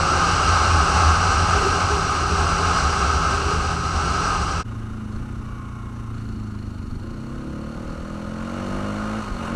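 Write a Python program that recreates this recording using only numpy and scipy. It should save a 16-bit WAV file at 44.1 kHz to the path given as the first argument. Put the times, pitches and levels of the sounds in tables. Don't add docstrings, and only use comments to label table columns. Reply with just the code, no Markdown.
import sys
import numpy as np
from scipy import signal
from scipy.fft import rfft, irfft
from scipy.io import wavfile
from scipy.ndimage import uniform_filter1d, map_coordinates

SR = 44100
rng = np.random.default_rng(int(sys.argv[2]) if len(sys.argv) > 2 else 0)


def ratio_of_db(decibels):
    return 10 ** (np.asarray(decibels, float) / 20)


def digitize_waveform(pressure):
    field = np.atleast_2d(pressure).T
    bounded = np.clip(field, -1, 1)
    quanta = np.round(bounded * 32767).astype(np.int16)
    wavfile.write(sys.argv[1], SR, quanta)


N = 421155

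# shut_db, open_db
ORDER_DB = [(0, 0), (0, 1), (1, -2), (5, 4), (-2, 1), (-1, -2), (0, 0), (2, -1), (0, 1), (0, 0), (0, 0),
            (0, 2), (0, 2), (0, 1), (0, -1), (0, -6), (0, -10), (0, -6), (0, -7), (0, -5), (0, -12),
            (0, -10)]
# (pitch_hz, width_hz, rise_db)
PIPE_SHUT = [(15, -22), (30, -13), (60, -10), (85, -9), (130, -14), (160, -24), (265, -15), (300, -21),
             (360, -23), (450, -36), (900, -70)], [(112, 30, 8), (215, 35, 13)]
# (pitch_hz, width_hz, rise_db)
PIPE_OPEN = [(15, -20), (40, -7), (80, -3), (130, -2), (175, -11), (265, -10), (345, -7), (400, -28),
             (470, -16), (620, -16), (780, -24), (900, -14), (1400, -28)], [(222, 55, 17), (325, 40, 4),
             (550, 100, 9), (690, 40, 6), (840, 40, 6), (1030, 60, 6)]


def exhaust(firing_hz, level_db, throttle, count, span):
    turns = np.cumsum(firing_hz * (1 + .0012 * wobble(20))) / SR
    lags = .7 * rng.standard_normal(count)
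    drift = np.arange(N)[span] * 9 / SR
    knots = ratio_of_db(1.3 * rng.standard_normal((count, 100)))
    orders = []
    for k in range(count):
        strength = np.interp(drift, np.arange(100), knots[k])
        orders.append(strength * np.cos(2 * np.pi * (k + 1) * turns[span] - lags[k]))
    firing = np.zeros((2, N))
    firing[:, span] = ratio_of_db(ORDER_DB[:count]).T @ orders
    opening = np.clip(throttle, 0, 1)
    shut = (1 - opening) * coloured(-firing[0], *PIPE_SHUT)
    pipe = shut + opening * coloured(-firing[1], *PIPE_OPEN)
    power = np.abs(uniform_filter1d(pipe ** 2, size=SR // 6))
    return ratio_of_db(level_db) * pipe / np.sqrt(power + 1e-6), turns


# time_s, firing_hz, level_db
FAST = [(0, 52, -44), (1.2, 49, -41), (1.8, 46.8, -37), (2.5, 45, -35), (3.3, 43.4, -34), (4.64, 42.4, -33)]


def downhill_engine(span):
    firing_hz, level_db = curves(FAST)
    engine = exhaust(firing_hz, level_db, throttle=0 * firing_hz, count=6, span=span)[0]
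    return coloured(engine, [(135, 0), (210, -7)])


# time_s, firing_hz, level_db
REVS = [
    [(4.66, 28.33, -29.5), (5.13, 26.54, -30.5)],
    [(5.24, 31.5, -31.5), (5.68, 29.32, -33.5), (6.3, 27.42, -29.5), (6.69, 25.4, -30.5),
     (6.98, 22.93, -34.5)],
    [(7.03, 26.99, -32.5), (7.26, 33.03, -33), (7.56, 35.52, -30.5), (7.77, 38.74, -32.5),
     (8.02, 40.1, -33.5), (8.25, 42.14, -31), (8.89, 51.52, -27), (9.19, 54.55, -28)],
    [(9.43, 44.0, -31.5), (9.47, 44.3, -33), (9.55, 46.8, -24)],
]
# time_s, opening (0-1)
THROTTLE = [(6.98, 0), (7.06, 0.54), (7.2, 0.9), (9.19, 1), (9.24, 0.08), (9.36, 0.33), (9.42, 0.95)]


def junction(span):
    firing_hz, level_db = curves(*REVS)
    pipe, turns = exhaust(firing_hz, level_db, *curves(THROTTLE), count=22, span=span)
    works = mechanical_hiss(firing_hz, turns) + valve_ticks(firing_hz, turns) + gear_whine(turns)
    return pipe + works + frame_rumble(firing_hz) + bumps()


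# time_s, strain (0-1)
ROLLING = [(4.66, 0.44), (5.5, 0.16), (6.1, 0.12), (7.0, 0.16), (7.9, 0.27), (8.35, 0.47), (8.6, 0.94),
           (9.15, 0.96), (9.55, 0.99)]


def works_db(firing_hz, rest_db, per_octave_db, strain_db):
    return rest_db + per_octave_db * np.log2(firing_hz / 30) + strain_db * curves(ROLLING)[0]


# pitch_hz, level_db (per Hz)
HUM = [(300, -1), (500, -3.5), (950, -5), (1900, -11), (3400, -19), (7000, -19.5), (9000, -20.5),
       (11000, -29.5), (14500, -34), (15400, -55)]
# pitch_hz, width_hz, rise_db
TURNED = [(845, 12, 8), (1065, 68, 9), (1238, 110, 10), (1422, 220, 11), (1800, 27, -4.5), (2200, 130, 2.5),
          (2870, 360, 9.5), (3700, 200, 6), (4190, 400, 4), (5000, 400, 0), (5850, 580, 6), (6500, 430, 3),
          (7000, 200, -4), (7600, 600, 1.5)]
# time_s, hiss_rise_db, tick_rise_db
CLANKS = [(5.15, 2, 14), (5.98, 1, 7), (6.19, 2.5, -1), (7.62, -0.5, 0), (7.9, 1, 3), (9.22, .1, -1),
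          (9.32, -2, -0.5), (9.46, 3.5, -5)]
CLANK_S = 0.044


def mechanical_hiss(firing_hz, turns):
    times, hiss_rise_db, _ = np.transpose(CLANKS)
    jolt_db = swells(times, hiss_rise_db, CLANK_S)
    beat = 1 + .22 * np.cos(2 * np.pi * (turns - .72))
    low, top = split(coloured(patchy(depth_db=0.5) * beat, HUM, TURNED), hz=3060)
    low_db = works_db(firing_hz, -46, 5.7, 8.55) + jolt_db
    top_db = works_db(firing_hz, -62, 5.2, 7.4) + jolt_db
    return ratio_of_db(low_db) * unit(low) + ratio_of_db(top_db) * unit(top)


def valve_ticks(firing_hz, turns):
    decay = ratio_of_db(-60 * np.arange(2000) / SR / .042)
    strikes = pulses(turns, .72, scatter_db=-1.5) + .3 * pulses(turns, 0.15, scatter_db=-1.0)
    throttle = curves(THROTTLE)[0]
    rattle = np.convolve(strikes, decay)[:N] + .15 + .15 * throttle
    peaks = [(4306, 560, 18.6), (6900, 360, 13.0), (5750, 300, 5.1), (2800, 200, 10)]
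    slope = [(2000, -37), (4350, -15), (9000, -25), (12000, -54)]
    ticks = coloured(rattle * rng.standard_normal(N), slope, peaks)
    shade_db = -17 * np.clip((6.15 - np.arange(N) / SR) / .06, 0, 1)
    times, _, tick_rise_db = np.transpose(CLANKS)
    level_db = works_db(firing_hz, -58, 2.5, 4.5) + shade_db - 6 * throttle
    return ratio_of_db(level_db + swells(times, tick_rise_db, CLANK_S)) * unit(ticks)


# time_s, level_db
GEARS = [(5.3, -72), (5.45, -49), (5.8, -46), (6.05, -54), (6.45, -66)]


def gear_whine(turns):
    teeth = [(36, .8), (38, 1), (48, .5), (76, .25)]
    mesh = sum(strength * np.sin(2 * np.pi * order * turns) for order, strength in teeth)
    return ratio_of_db(curves(GEARS)[0] + 1.5 * wobble(10)) * mesh


# pitch_hz, level_db (per Hz)
RUMBLE = [(8, -20), (20, -2), (40, 0), (90, -5), (150, -12), (250, -15), (350, -18), (450, -28), (900, -60)]
# start_s, peak_db, pitch_hz, t60_s
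BUMPS = [
    (5.16, -13, 29.6, 0.14),
    (5.999, -22, 27.1, 0.12),
    (6.22, -16, 80.5, 0.13),
    (6.899, -26, 24.36, 0.12),
    (7.02, -23.5, 91.5, 0.18),
    (9.297, -17, 96, 0.074),
]


def frame_rumble(firing_hz):
    t = np.arange(N) / SR
    shakes = [6 * np.exp(-np.abs(t - start) / .2) * (t > start) for start, *_ in BUMPS]
    level_db = works_db(firing_hz, -38, -3, 2.9) + np.max(shakes, axis=0)
    return ratio_of_db(level_db + 1.5 * wobble(7)) * unit(coloured(patchy(depth_db=1.5), RUMBLE))


def bumps():
    thuds = np.zeros(N + SR)
    t = np.arange(SR // 2) / SR
    for start, peak_db, hz, t60 in BUMPS:
        ring = ratio_of_db(peak_db - 7 - 60 * t / max(t60, .02)) * np.sin(2 * np.pi * hz * t)
        thuds[round(start * SR):][:len(t)] += ring
    return thuds[:N]


# time_s, strength_db
WIND = [(0, -19.5), (.05, -21.5), (.3, -19.5), (.95, -19.5), (1.07, -18.5), (1.2, -19.5), (1.62, -22),
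        (1.8, -21.5), (2.25, -24), (2.8, -21.5), (3.3, -24), (3.55, -24.5), (3.9, -29.5), (4.0, -25),
        (4.3, -25), (4.6, -28.5)]


def wind_level(rest_db, growth):
    return rest_db + growth * (curves(WIND)[0] + 22)


# time_s, change_db
LAPSES = [(.24, -18), (.43, -7), (.79, 5.5), (.87, -5), (1.08, 6.5), (1.2, -4.5), (1.64, -10),
          (2.05, -12.5), (2.55, -7), (2.7, 5), (2.77, -5.5), (2.87, 4.5), (2.98, -5), (3.9, -7),
          (4.29, -11), (4.58, -6)]


def vortex_howl():
    pitch_hz = 80.5 + 2.5 * wobble(4) + 5 * wobble(20)
    howl = ratio_of_db(1.2 * wobble(14)) * np.sin(2 * np.pi * np.cumsum(pitch_hz) / SR)
    octave_hz = 168 + 4.54 * wobble(16)
    octave = ratio_of_db(-33.0 + 3.24 * wobble(14)) * np.sin(2 * np.pi * np.cumsum(octave_hz) / SR)
    level_db = wind_level(-22.5, 0.97) + swells(*np.transpose(LAPSES), 0.051)
    return ratio_of_db(level_db) * howl + octave


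# pitch_hz, level_db (per Hz)
HISS = [(200, -3.5), (450, -1.5), (950, -2.5), (1900, -14), (3400, -13.5), (7000, -10.5), (9000, -21.5),
        (10500, -32.5), (14500, -45), (15400, -71)]
# pitch_hz, width_hz, rise_db
HOUSING = [(773, 112, 8.5), (844.7, 17, 10), (1085, 116, 9), (1262.6, 181, 19), (1345, 20, 8),
           (1548, 290, 16), (2176, 340, 6.5), (2766, 735, 14), (4230, 820, 10), (4960, 390, 8),
           (5300, 180, -3.5), (5734, 580, 11.5), (6650, 700, 2.5), (7060, 260, -10), (8050, 1120, 7.5),
           (9360, 550, 9)]


def housing_hiss():
    low, top = split(coloured(patchy(depth_db=0.2), HISS, HOUSING), hz=1810)
    gusts = ratio_of_db(0.36 * wobble(10) + 0.48 * wobble(28.04))
    return gusts * (ratio_of_db(wind_level(-22.5, 0.89)) * unit(low) + ratio_of_db(wind_level(-30.5, 0.77)) * unit(top))


# pitch_hz, level_db (per Hz)
BUFFET = [(10, -39), (22, -7), (45, -0.5), (70, 2), (110, -5), (200, -13), (320, -14), (600, -32),
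          (1000, -56)]


def buffeting():
    return ratio_of_db(wind_level(-27.5, 0.26)) * unit(coloured(patchy(depth_db=-0.4), BUFFET))


# time_s, rise_db, half_length_s
SINGS = [(1.647, 15, 0.11), (1.94, 12.5, .06), (2.358, 8.5, 0.29), (3.15, 5, .2), (3.5, 11, 0.13)]


def rim_whistle():
    rim = coloured(patchy(depth_db=1.5), [(200, -51.5), (395, -11), (800, -60)], [(398.3, 24, 8.8)])
    return ratio_of_db(-41 + swells(*np.transpose(SINGS))) * unit(rim)


def tread():
    t = np.arange(N) / SR
    tones = sum(np.sin(2 * np.pi * hz * t) for hz in (359, 545))
    return ratio_of_db(-35.5) * np.clip((0.28 - t) / .05, 0, 1) * tones


# pitch_hz, level_db (per Hz)
PREAMP = [(1000, -40), (6000, -4), (9000, 1), (12000, 0), (15200, -10)]


def preamp_hiss():
    return ratio_of_db(-69) * unit(coloured(rng.standard_normal(N), PREAMP))


def unit(x):
    return x / np.sqrt(np.mean(x ** 2) + 1e-20)


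def curves(*tables):
    times, *columns = np.transpose(np.vstack(tables))
    return [np.interp(np.arange(N) / SR, times, column) for column in columns]


def wobble(rate):
    knots = rng.standard_normal(int(N * rate / SR) + 4)
    return unit(map_coordinates(knots, [np.arange(N) * rate / SR]))


def swells(times, rises_db, half_s):
    t = np.arange(0, N, 64) / SR
    bells = np.exp(-((t[:, None] - times) / half_s) ** 2) @ rises_db
    return np.interp(np.arange(N) / SR, t, bells)


def response_db(hz, slope, peaks):
    f, level_db = np.transpose(slope)
    base = np.interp(np.log(hz + 1), np.log(f), level_db)
    return base + sum(rise / (1 + (2 * (hz - centre) / width) ** 2) for centre, width, rise in peaks)


def coloured(x, slope, peaks=()):
    size = 2 ** 14
    cepstrum = irfft(np.log(ratio_of_db(response_db(np.fft.rfftfreq(size, 1 / SR), slope, peaks))))
    cepstrum[1:size // 2] *= 2
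    cepstrum[size // 2 + 1:] = 0
    return signal.fftconvolve(x, irfft(np.exp(rfft(cepstrum))))[:N]


def patchy(depth_db):
    z = signal.stft(rng.standard_normal(N + SR), nperseg=512)[2]
    field = uniform_filter1d(rng.standard_normal(z.shape), size=8, axis=0)
    field = uniform_filter1d(field, size=10, axis=1)
    return signal.istft(z * ratio_of_db(depth_db * unit(field)), nperseg=512)[1][:N]


def split(x, hz):
    low = signal.sosfiltfilt(signal.butter(2, hz, fs=SR, output="sos"), x)
    return low, x - low


def pulses(turns, offset, scatter_db):
    at = np.flatnonzero(np.diff(np.floor(turns - offset)) > 0)
    train = np.zeros(N)
    train[at] = ratio_of_db(scatter_db * rng.standard_normal(1000)[:len(at)])
    return train


def scene():
    cut_s, fade_s = 4.635, 0.032
    after = (np.arange(N) / SR - cut_s) / fade_s
    air = vortex_howl() + housing_hiss() + buffeting() + rim_whistle()
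    downhill = downhill_engine(after < 10) + air + tread()
    preamp = preamp_hiss()
    before_cut = (downhill + preamp) * np.clip(-after, 0, 1)
    after_cut = (junction(after > -10) + preamp) * np.clip(after, 0, 1)
    return (before_cut + after_cut)[None]


# pitch_hz, level_db
MICROPHONE = [(20, 0), (10500, 0), (11500, -3), (13500, -8), (14500, -5), (15200, -10)]


def roll_off(x):
    return signal.sosfilt(signal.butter(12, 15250, fs=SR, output="sos"), x)


def record(dry):
    mix = coloured(dry[0], MICROPHONE)[None]
    return roll_off(mix)


dry = scene()
out = record(dry)
digitize_waveform(out)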